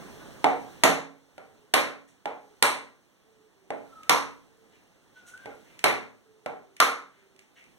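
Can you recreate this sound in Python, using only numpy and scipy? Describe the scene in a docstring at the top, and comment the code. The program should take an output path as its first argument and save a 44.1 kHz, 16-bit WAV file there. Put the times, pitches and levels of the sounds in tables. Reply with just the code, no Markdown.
"""Chopping a green coconut

A heavy blade works the husk in a bare, ringing kitchen. Light knocks on the hollow nut alternate with
hard cuts that split the fibres; in between, the husk ticks and rustles. Faint thin tones and low hoots
waver over background hiss. A phone with two ports widens the stereo and overloads on the hardest cuts."""
import sys
import numpy as np
from scipy import signal
from scipy.fft import rfft, irfft
from scipy.io import wavfile
from scipy.ndimage import uniform_filter1d

SR = 44100
rng = np.random.default_rng(int(sys.argv[2]) if len(sys.argv) > 2 else 0)


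def unload_audio(sound):
    """Save the sound as a 16-bit wav file, at the path given as the first command line argument."""
    columns = np.transpose(np.atleast_2d(sound))
    # keep every value between -1 and 1, then stretch to whole-number steps
    steps = np.round(np.clip(columns, -1, 1) * 32767)
    wavfile.write(sys.argv[1], SR, steps.astype(np.int16))


N = 343494
PORT_S, PORT_LIKENESS = 0.0004083, 0.87  # travel time between the ports; their likeness in the bass


def hard_cuts():
    """The blade splits the fibres: a bright crack with little ring from the shell."""
    # t/s, level/dB, thud/dB, knock f/Hz, knock/dB, treble/dB, rasp f/Hz, rasp/dB, splitting time/s
    hits = [(.8359, -17, 10, 719.4, 4.5, -3, 6780, 6, 0.0031),
            (1.7383, -20, -0.5, 575, 2.5, -3.5, 1546, 1.5, 0.0023),
            (2.6252, -20, -3.5, 994, 1, -2, 8500, 6, .0025),
            (4.0948, -19, 2, 1052, 6.5, -1, 5860, 5.5, 0.0021),
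            (5.8409, -20, 5, 483, 3.5, -6.5, 2300, 3, .0018),
            (6.8015, -18.5, -8, 1260, 8, -3, 6500, 2.5, 0.0016)]
    # tone of a cut: f/Hz, level/dB
    spectrum = [(40, -32), (100, -18), (250, -7.5), (450, -1.5), (1000, 1.5), (1600, -2.5), (2200, 2.5),
                (3200, -7), (4200, -7), (5300, -12), (8000, -15.5), (11500, -14), (13500, -20.5),
                (15800, -35)]
    return blows(hits, spectrum, direct_db=-1, shell_db=-8)


def light_knocks():
    """The blade taps the nut: shorter and darker, with more of the hollow shell."""
    # t/s, level/dB, thud/dB, knock f/Hz, knock/dB, treble/dB, rasp f/Hz, rasp/dB, splitting time/s
    hits = [(.4431, -20.5, -2, 859, 8.2, 2, 3970, 2.5, 0.00045),
            (1.3802, -48.5, 4.5, 597.3, 1.8, 7.5, 1460, 4.4, .0015),
            (2.2566, -34, -3, 845, 4.4, 1, 3300, 3.3, 0.00061),
            (3.7046, -35, 3, 620, 4.7, -2, 8800, 5.7, .00066),
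            (5.4578, -43.5, 8.5, 484, 2.6, 3.5, 2300, 2, 0.0014),
            (6.4606, -36, 5, 795, 2.04, 3, 1450, 3, 0.0013)]
    # tone of a knock: f/Hz, level/dB
    spectrum = [(40, -26.5), (100, -17.5), (250, -7.5), (450, -1.5), (750, 1), (1000, -7), (1700, -12),
                (2250, -10.5), (3200, -23.5), (5000, -31.5), (9000, -38.5), (15500, -50)]
    return blows(hits, spectrum, direct_db=2.5, shell_db=2)


def blows(hits, spectrum, direct_db, shell_db, thud_hz=300, treble_hz=3500):
    """Each blow thuds, knocks the nut at a pitch set by the spot struck, and rasps through husk."""
    out = np.zeros((2, N))
    for start, level_db, thud_db, knock_hz, knock_db, treble_db, rasp_hz, rasp_db, split_s in hits:
        def colour(hz):
            thud = thud_db / (1 + (hz / thud_hz) ** 2)
            treble = treble_db * hz ** 2 / (hz ** 2 + treble_hz ** 2)
            knock = knock_db * bump(hz, knock_hz, octaves=.3)
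            rasp = rasp_db * bump(hz, rasp_hz, octaves=.2)
            return read(spectrum, hz) + thud + treble + knock + rasp
        add(out, start, strike(colour, level_db, split_s, direct_db, shell_db))
    return out


def strike(colour, level_db, split_s, direct_db, shell_db, size=32768, grain=.6):
    """A burst of fibre snaps rings the shell, reaches the ports by short paths, then fills the room."""
    # modes of the hollow shell: f/Hz, relative level/dB, t60/s
    nut_modes = [(474, -5, 0.077), (660, -5, .06), (816, 3.5, 0.14), (1388, 2.5, .15), (2320, -2.5, 0.015)]
    # straight path, then off table and wall: delay/s, left port's lag/s, level/dB
    paths = [(0, .0001, -1), (.0013, -.0001, -4), (.0028, .00004, -7.5)]
    # how the crack beams at the phone: f/Hz, relative level/dB
    beam = [(100, -5.5), (500, -3), (1100, -11.5), (2200, -2), (4000, 3.5), (12000, 1)]
    t, hz = np.arange(size) / SR, np.fft.rfftfreq(size, 1 / SR)
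    snaps = rng.standard_normal(size) * np.exp(grain * rng.standard_normal(size) - t / split_s)
    burst = rfft(snaps)
    burst_db = 10 * np.log10(uniform_filter1d(abs(burst) ** 2, size=60) + 1e-12)
    burst /= causal(burst_db)  # flattened, so the nut sets the colour
    ring = sum(ringing(t, mode_hz * rng.uniform(.91, 1.02), db + shell_db, t60, np.pi / 2)
               for mode_hz, db, t60 in nut_modes)
    shell = 1 + rfft(ring)
    direct = 0
    for delay_s, lag_s, db in paths:
        arrival_s = delay_s * rng.uniform(.7, 1.3) + np.array([[lag_s], [0]])  # the nut shifts in hand
        direct = direct + gain_of(db) * np.exp(-2j * np.pi * hz * arrival_s)
    space = direct * causal(read(beam, hz) + direct_db) + rfft(kitchen())
    sound = irfft(burst * shell * causal(colour(hz)) * space)
    attack_rms = np.sqrt(np.mean(sound[:, :SR // 10] ** 2))
    return gain_of(level_db) * sound / attack_rms


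def husk(centre_db=10, clumping=.71):
    """Single fibres snap, and rubbing sets off swarms of tiny ones."""
    # fibres snapping: t/s, level/dB
    ticks = [(2.089, -75.5), (4.033, -59), (5.376, -63), (5.792, -52), (6.766, -57.5), (7.363, -70),
             (7.392, -61.5), (7.64, -69)]
    # tone of a fibre: f/Hz, level/dB
    fibre = [(100, -28.5), (1000, -9.5), (2300, 10.5), (4000, -5.5), (7000, -3.5), (12000, -14),
             (16000, -19)]
    # husk rubbing under hand and blade: t/s, length/s, relative level/dB, centre f/Hz
    rubs = [(2.06, 0.066, -69, 7990), (4.69, 0.11, -69, 2914), (5.13, 0.099, -66.5, 4010),
            (5.253, 0.065, -56, 8880), (5.36, 0.2, -65, 2788), (5.6, 0.22, -66.5, 2480),
            (7.05, .25, -71.5, 1480), (7.54, 0.087, -58.5, 2150)]
    snaps, swarm = np.zeros((2, N)), np.zeros(N)
    for start, db in ticks:
        add(snaps, start, strike(lambda hz: read(fibre, hz), db, .0014, direct_db=1, shell_db=-12))
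    hz = np.fft.rfftfreq(SR, 1 / SR)
    for start, length, db, centre_hz in rubs:
        grains = rng.standard_normal(SR) * np.exp(clumping * np.minimum(rng.standard_normal(SR), 2))
        colour_db = read(fibre, hz) + centre_db * bump(hz, centre_hz, octaves=1)
        rustle = unit_rms(irfft(rfft(grains) * gain_of(colour_db)))
        stroke = np.hanning(round(length * SR))
        add(swarm, start, gain_of(db) * stroke * rustle[:len(stroke)])
    return snaps + in_kitchen(swarm, direct=1.35, wet=1.53)


def kitchen(size=32768, build_s=.002, hold_s=.035, modes_db=5, late_db=-2, knee_s=.27):
    """Dense wall echoes that hold briefly and then die band by band, plus standing waves."""
    # reverb time: f/Hz, t60/s
    decay = [(80, 0.37), (300, 0.5), (700, 0.39), (1400, 0.44), (3000, 0.37), (6000, 0.37), (10000, .31),
             (15000, 0.19)]
    # standing waves: f/Hz, relative level/dB
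    room_modes = [(113, 5), (165, -0.5), (233, 1), (277, 10.5), (438, 3.5), (479, 4), (573, 1.5), (603, 0),
                  (733, 1), (846, 1), (991, 2.5), (1037, 1), (1072, 4.5), (1147, 3), (1178, -2.5),
                  (1304, -2), (1379, 3)]
    t = np.arange(size) / SR
    hz, frame_s, bands = signal.stft(diffuse_noise(size), SR, nperseg=256)
    dying_s = np.hypot(frame_s, hold_s) - hold_s
    bands *= gain_of(-60 * dying_s / read(decay, hz)[:, None])
    tail = signal.istft(bands, SR, nperseg=256)[1][:, :size]
    tail /= np.linalg.norm(tail[0])
    for mode_hz, db in room_modes:
        phase = 2 * np.pi * rng.random() + rng.standard_normal((2, 1))
        t60 = .57 * (500 / mode_hz) ** .38
        tail += ringing(t, mode_hz, db + modes_db, t60, phase)
    build_up = 1 - np.exp(-(t / build_s) ** 2)
    return tail * build_up * gain_of(late_db * (t / knee_s) ** 2)  # the end dies faster


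def in_kitchen(sound, direct, wet):
    """A mono sound blended with its stereo wall echoes."""
    return direct * sound + wet * signal.fftconvolve(sound[None], kitchen(), axes=1)[:, :N]


def thin_tones(swing_hz=3.5, depth=.013, growth_per_s=.16, fade_db_per_s=8):
    """Thin tones swing ever wider about their pitch; the room's echoes beat with the glide."""
    # thin wavering tones, with one brief bright flare in the last:
    # t/s, length/s, centre f/Hz, relative level/dB
    notes = [(.19, 0.1, 1454, -56), (3.873, 0.36, 1320, -53.5), (5.125, .46, 1490, -53.5),
             (5.337, .02, 1465, -46.5)]
    out = np.zeros(N)
    for start, length, hz, db in notes:
        t = np.arange(0, length, 1 / SR)
        swing = (depth + growth_per_s * t) * np.cos(2 * np.pi * swing_hz * t)
        add(out, start, tone(hz * (1 + swing), db - fade_db_per_s * t, flutter_db=3.3, ramps=.33))
    return in_kitchen(out, direct=.8, wet=.71)


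def hoots(sag_hz_per_s=60, fade_db_per_s=22.5):
    """Low tones from far off, each sinking as it fades."""
    # far-off hoots: t/s, length/s, starting f/Hz, level/dB
    notes = [(1.42, 0.34, 439, -61), (2.35, 0.22, 435, -59), (3.239, 0.28, 447, -58.5),
             (3.55, 0.17, 393, -62), (4.481, 0.33, 457, -59.5), (6.241, .3, 442, -60),
             (6.573, 0.27, 399, -62), (7.162, 0.28, 398, -62.5)]
    out = np.zeros(N)
    for start, length, hz, db in notes:
        t = np.arange(0, length, 1 / SR)
        add(out, start, tone(hz - sag_hz_per_s * t, db - fade_db_per_s * t, flutter_db=3.5, ramps=.27))
    return out


def hiss(floor_db=-65, opening_db=-49, sag_db_per_s=4.5, hold_s=.86, release_s=.24,
         patchy_db=1.05, mids_hz=1600, rumble_hz=160, rumble_db=3.5):
    """Background hiss: a louder rush at first, then a steady floor with soft low swells."""
    # tone of the hiss: f/Hz, level/dB
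    spectrum = [(30, -8.5), (100, -3.5), (250, 0), (450, -2), (700, -4.5), (1400, -9), (2300, -10.5),
                (3600, -14.5), (6500, -17), (11000, -23.5), (15500, -27)]
    # gentle swells: t/s, length/s, level/dB
    swells = [(1.0, 1.0, -65.5), (2.201, .8, -65), (3.6, 0.93, -59.5), (4.306, .9, -66.5),
              (4.997, 1.2, -59.5), (7.45, .7, -65)]
    hz, t, bands = signal.stft(diffuse_noise(N), SR, nperseg=1024, noverlap=768)
    patches = uniform_filter1d(rng.standard_normal(bands.shape[1:]), size=6, axis=0)
    patches = unit_rms(uniform_filter1d(patches, size=8, axis=1))
    held = np.clip(1 - (t - hold_s) / release_s, 0, 1)
    rush = held * gain_of(opening_db - sag_db_per_s * t)
    for start, length, db in swells:
        rush += gain_of(db) * np.sin(np.pi * np.clip((t - start) / length, 0, 1))
    mids, rumble = (1 / (1 + (hz[:, None] / edge_hz) ** 4) for edge_hz in (mids_hz, rumble_hz))
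    mids_db = .3 + 5 * np.exp(-t / .35)  # extra body at the very start
    level = np.hypot(rush * gain_of(mids_db * mids + rumble_db * rumble), gain_of(floor_db))
    colour = unit_rms(gain_of(read(spectrum, hz)))[:, None]
    bands *= colour * level * gain_of(patchy_db * patches)
    return signal.istft(bands, SR, nperseg=1024, noverlap=768)[1][:, :N]


def diffuse_noise(size):
    """Noise from all sides: alike at both ports only where the waves are long."""
    left, other = rfft(rng.standard_normal((2, size)))
    same = PORT_LIKENESS * np.sinc(2 * PORT_S * np.fft.rfftfreq(size, 1 / SR))
    return irfft([left, same * left + np.sqrt(1 - same ** 2) * other], size)


def tone(hz, db, flutter_db, ramps, waver=.008):
    """A sine that fades in and out, unsteady in pitch and level."""
    drift, flutter = (unit_rms(uniform_filter1d(uniform_filter1d(noise, 600), 400))[:len(hz)]
                      for noise in rng.standard_normal((2, SR)))
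    turns = np.cumsum(hz * (1 + waver * drift)) / SR
    envelope = gain_of(db + flutter_db * flutter) * signal.windows.tukey(len(hz), ramps)
    return envelope * np.sin(2 * np.pi * turns)


def ringing(t, mode_hz, db, t60, phase):
    """A dying sine whose spectral peak stands at db."""
    fade = gain_of(-60 * t / t60)
    return gain_of(db) * 2 * fade / fade.sum() * np.sin(2 * np.pi * mode_hz * t + phase)


def causal(db):
    """The spectrum of the tightest pulse that has these levels."""
    log_gain = np.log(gain_of(np.r_[db, db[-2:0:-1]]))
    return np.exp(signal.hilbert(log_gain).conj())[:len(db)]


def bump(hz, centre_hz, octaves):
    """A bell of height 1 on the log-frequency axis."""
    return np.exp(-(np.log2((hz + 1) / centre_hz) / octaves) ** 2)


def read(points, hz):
    """A breakpoint curve on the log-frequency axis."""
    f, value = np.transpose(points)
    return np.interp(np.log(hz + 1), np.log(f + 1), value)


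def gain_of(db):
    return 10 ** (np.asarray(db) / 20)


def unit_rms(x):
    return x / np.sqrt(np.mean(x ** 2) + 1e-20)


def add(mix, start_s, sound):
    part = mix[..., round(start_s * SR):][..., :sound.shape[-1]]
    part += sound[..., :part.shape[-1]]


def scene():
    """Blows, husk, faint tones and hiss as they reach the two ports."""
    return hard_cuts() + light_knocks() + husk() + thin_tones() + hoots() + hiss()


def record(dry, cancel=.9, dip_hz=4910, dip_db=-5.5, edge_hz=16400):
    """Each channel subtracts the other port, delayed, for width; then EQ, overload and band limit."""
    # level mismatch of the ports: f/Hz, left minus right/dB
    tilt = [(60, 0.5), (200, -6), (600, -3.5), (1200, -1.5), (1850, 4), (2500, -1.5), (6000, -3),
            (12000, -1.5)]
    # phase mismatch of the ports: f/Hz, left's lead/rad
    lead = [(200, 0.15), (400, 0.97), (700, 1), (1000, 0.7), (1600, 0.41)]
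    hz, ports = np.fft.rfftfreq(N, 1 / SR), rfft(dry)
    delay = np.exp(-2j * np.pi * hz * PORT_S)
    wide = ports - cancel * delay * ports[::-1]
    same = PORT_LIKENESS * np.sinc(2 * PORT_S * hz)
    wide /= np.sqrt(1 + cancel ** 2 - 2 * cancel * same * delay.real)  # keeps room sound flat
    lean = gain_of(read(tilt, hz) / 2) * np.exp(.5j * read(lead, hz))
    mic_dip = gain_of(dip_db * bump(hz, dip_hz, octaves=.1))
    shaped = irfft(wide * mic_dip * [lean, 1 / lean], N)
    clipped = shaped / (1 + shaped ** 8) ** (1 / 8)
    low_pass = signal.firwin(255, edge_hz, window=("kaiser", 8), fs=SR)
    return signal.oaconvolve(clipped, low_pass[None], "same")


dry = scene()
out = record(dry)
unload_audio(out)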